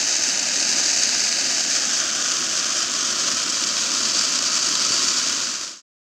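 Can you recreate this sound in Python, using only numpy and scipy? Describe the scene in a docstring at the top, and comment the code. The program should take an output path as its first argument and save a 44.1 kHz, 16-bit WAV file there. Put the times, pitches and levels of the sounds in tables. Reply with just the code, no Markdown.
"""Water spraying from a well pipe

Water under pressure escapes the coupling of a steel pipe, outdoors, close by. One slowly surging flow
drives the sputtering hiss, the drops that snap in it, the coarse gush and the pipe's rumble.
Near reflections colour the sound; their bands slide together as an arm draws back. The end fades out."""
import sys
import numpy as np
from scipy import signal
from scipy.fft import rfft, irfft, next_fast_len
from scipy.io import wavfile
from scipy.ndimage import map_coordinates

SR = 44100
rng = np.random.default_rng(int(sys.argv[2]) if len(sys.argv) > 2 else 0)


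def store_pcm(level_fs):
    """Save levels as 16-bit WAV."""
    pcm = np.round(np.clip(level_fs, -1, 1) * 32767).astype(np.int16)
    wavfile.write(sys.argv[1], SR, np.atleast_2d(pcm).T)


N = 268111

# slow surge of the jet: (time [s], strength [dB])
FLOW_SURGE = [(0, -0.2), (0.3, 0.6), (0.5, 0.3), (0.68, 1.5), (1.2, 2.1), (1.8, -0.0), (2.6, -0.5),
              (3.4, -0.1), (3.9, 0.16), (4.15, 1.95), (4.35, 0.8), (5.05, 1.9), (5.3, 0.35)]


def jet(flow_db):
    """The stream tears into slugs and sheets that flare the hiss and throw drops."""
    # fine spray: (frequency [Hz], level [dB])
    spray_spectrum = [(3000, -48), (3800, -11), (4250, -7), (4650, -1), (5150, -1.5), (5450, -1),
                      (5750, -1.8), (6200, -1), (6900, -1.5), (8100, -12), (9200, -25), (10800, -35.5),
                      (11700, -33), (15700, -51.5)]
    # coarse stream: (frequency [Hz], level [dB])
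    gush_spectrum = [(380, -34), (450, -14.5), (510, -2), (700, -1.5), (830, -6), (950, -4.5), (1200, -2.5),
                     (1500, -1.5), (1850, -3), (2600, 0.5), (3200, 1), (3900, -1.5), (4400, -10),
                     (5600, -42.5)]
    # one drop: (frequency [Hz], level [dB])
    drop_spectrum = [(300, -26), (1200, -9.5), (3500, -3.5), (4800, 0), (6600, 0.5), (8000, -11.5),
                     (9300, -28), (15000, -41.5)]
    # loudest drops: (time [s], level [dB])
    loud_drops = [(1.1517, -3), (1.327, -2.5), (2.027, -10.5), (2.1738, -12), (3.088, -15), (4.7543, -12),
                  (5.2026, -14)]
    push_db = flow_db + .6 * wobble(rate_hz=24)  # quick surges
    tearing_db = .75 * wobble(95) + 1.35 * wobble(280) + 1.35 * wobble(900)
    sputter_db = tearing_db + .04 * np.minimum(tearing_db ** 2, 25)  # flares outweigh lulls
    spray = turbulence(spray_spectrum, sputter_db)
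    impacts = patter(rate_hz=1100, spread_db=3.2) * amp(.6 * sputter_db)
    drizzle = unit_rms(coloured(impacts, drop_spectrum))
    hiss = amp(push_db) * (amp(-22.5) * spray + amp(-29.5) * drizzle)
    core_db = .6 * sputter_db + .52 * wobble(60)  # the heavy core flutters less
    gush = amp(-29.5 + .35 * push_db) * turbulence(gush_spectrum, core_db)
    return hiss + gush + pulses(loud_drops, drop_spectrum)


def pipe(flow_db):
    """Churning water rumbles in the pipe, slowly growing; one slug knocks."""
    # flow inside the pipe: (frequency [Hz], level [dB])
    rumble_spectrum = [(25, -63), (50, -37.5), (85, -12.5), (150, -12.5), (200, -4.5), (255, 0),
                       (360, -3.5), (440, -12), (560, -34.5)]
    # slug impact: (time [s], level [dB])
    knocks = [(4.906, -24)]
    # one slug: (frequency [Hz], level [dB])
    knock_spectrum = [(35, -46), (100, -2), (280, -5.5), (450, -4), (1200, -41)]
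    t = np.arange(N) / SR
    rise_db_per_s = .2
    rumble_db = -39.5 + .25 * flow_db + rise_db_per_s * (t - t.mean())
    rumble = amp(rumble_db) * turbulence(rumble_spectrum, .9 * wobble(24))
    return rumble + pulses(knocks, knock_spectrum)


def reflections(x, gain, count):
    """Adds weak copies off pipe and ground; delays wander with the hand-held microphone."""
    fine = signal.resample_poly(x, up=4, down=1)
    copies = np.zeros(N)
    for delay_s in rng.uniform(.0015, .007, count):
        read_at = np.arange(N) - SR * (delay_s + .00005 * wobble(1.2))
        copies += np.interp(4 * read_at, np.arange(len(fine)), fine, left=0)
    return x + gain * copies


def interference(x):
    """Direct and reflected sound add or cancel in sliding bands; a whistly edge follows the flow."""
    # path change as the arm draws back: (time [s], shift [0-1])
    path_shift = [(1.45, 0.12), (1.75, 0.27), (2, 0.62), (2.4, 0.77), (4, 1)]
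    # reflection bands: (centre before [Hz], centre after [Hz], width [Hz],
    # gain before [dB], gain at turn [dB], gain after [dB], shift at turn [0-1])
    bands = [(696, 684, 55, 2, 0.7, -0.8, .6), (1362, 1130, 60, -5.5, 3, 0.5, .6),
             (1754, 1320, 267, 3.2, 5.5, 5.5, .3), (2170, 2130, 125, 0.5, -6.5, -4.5, 1),
             (2600, 2621, 192, 3, -1.6, -1, .6), (3350, 3750, 250, -7.8, 0.5, -1.3, .6),
             (3160, 3130, 100, -1, 2.5, .8, 0.9), (3978, 3990, 220, 1.3, -4, 1.1, .72),
             (4660, 4625, 240, .6, -1.5, 1, .6), (6290, 6110, 230, 4.4, 3.5, 1.5, .65)]
    hz, t, spectra = signal.stft(x, SR, nperseg=2048, noverlap=1536)
    shift = curve(path_shift, t)

    def bell(before_hz, after_hz, width_hz):
        centre_hz = before_hz + (after_hz - before_hz) * shift
        return np.exp(-((hz[:, None] - centre_hz) / width_hz) ** 2)

    notch_db = -14.5 * bell(1120, 807, width_hz=57)
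    edge_db = 1.7 * curve(FLOW_SURGE, t) * bell(4680, 4680, width_hz=240)
    colour_db = notch_db + edge_db
    for before_hz, after_hz, width_hz, before_db, turn_db, after_db, turn in bands:
        height_db = np.interp(shift, [0, turn, 1], [before_db, turn_db, after_db])
        colour_db += height_db * bell(before_hz, after_hz, width_hz)
    return signal.istft(spectra * amp(colour_db), SR, nperseg=2048, noverlap=1536)[1][:N]


def turbulence(spectrum, swell_db):
    """Noise, modulated then coloured; rms 1."""
    return unit_rms(coloured(rng.standard_normal(N) * amp(swell_db), spectrum))


def patter(rate_hz, spread_db):
    """Random impulses, many small, a few large."""
    struck = rng.random(N) < rate_hz / SR
    polarity = rng.choice([-1, 1], N)
    return struck * polarity * amp(spread_db * np.minimum(rng.exponential(size=N), 4))


def pulses(events, spectrum):
    """One short coloured pulse per event."""
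    pulse = coloured(np.arange(N) == 0, spectrum)[:SR // 10]
    train = np.zeros(N)
    for time_s, peak_db in events:
        train[round(time_s * SR)] += amp(peak_db)
    return signal.fftconvolve(train, pulse / np.abs(pulse).max())[:N]


def coloured(x, spectrum):
    """Minimum-phase filter; spectrum interpolated over log frequency."""
    size = 2 * next_fast_len(N // 2 + 8192)
    hz = np.fft.rfftfreq(size, 1 / SR)
    knots_hz, knots_db = np.transpose(spectrum)
    gain_db = np.interp(np.log(hz + 1), np.log(knots_hz + 1), knots_db)
    cepstrum = irfft(np.log(amp(gain_db)))
    cepstrum[1:size // 2] *= 2  # fold onto the causal half
    cepstrum[size // 2 + 1:] = 0
    return irfft(rfft(x, size) * np.exp(rfft(cepstrum)), size)[:N]


def wobble(rate_hz):
    """Smooth random curve, rate_hz knots a second."""
    return map_coordinates(rng.standard_normal(N // 8), [np.arange(N) * rate_hz / SR], mode="wrap")


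def curve(points, t):
    """Breakpoints interpolated at times t."""
    return np.interp(t, *np.transpose(points))


def amp(db):
    """Decibels to gain."""
    return 10 ** (np.asarray(db) / 20)


def unit_rms(x):
    """Scaled to rms 1."""
    return x / np.sqrt(np.mean(x ** 2) + 1e-20)


def scene():
    """Jet and pipe, the same in both channels."""
    flow_db = curve(FLOW_SURGE, np.arange(N) / SR)
    water = interference(reflections(jet(flow_db), gain=.04, count=6) + pipe(flow_db))
    return np.array([water, water])


def record(dry):
    """Fade to silence, then band limits."""
    # fade-out: (time [s], gain [linear])
    fade = [(5.3, 0.84), (5.5, 0.55), (5.7, 0.22), (5.8, 0.033), (5.82, 0)]
    low_cut_hz, top_hz = 35, 15900
    faded = dry * curve(fade, np.arange(N) / SR)
    size = next_fast_len(N + 8192)
    hz = np.fft.rfftfreq(size, 1 / SR)
    passband = (hz < top_hz) * hz ** 4 / np.sqrt(hz ** 8 + low_cut_hz ** 8)
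    return irfft(rfft(faded, size) * passband, size)[:, :N]


dry = scene()
out = record(dry)
store_pcm(out)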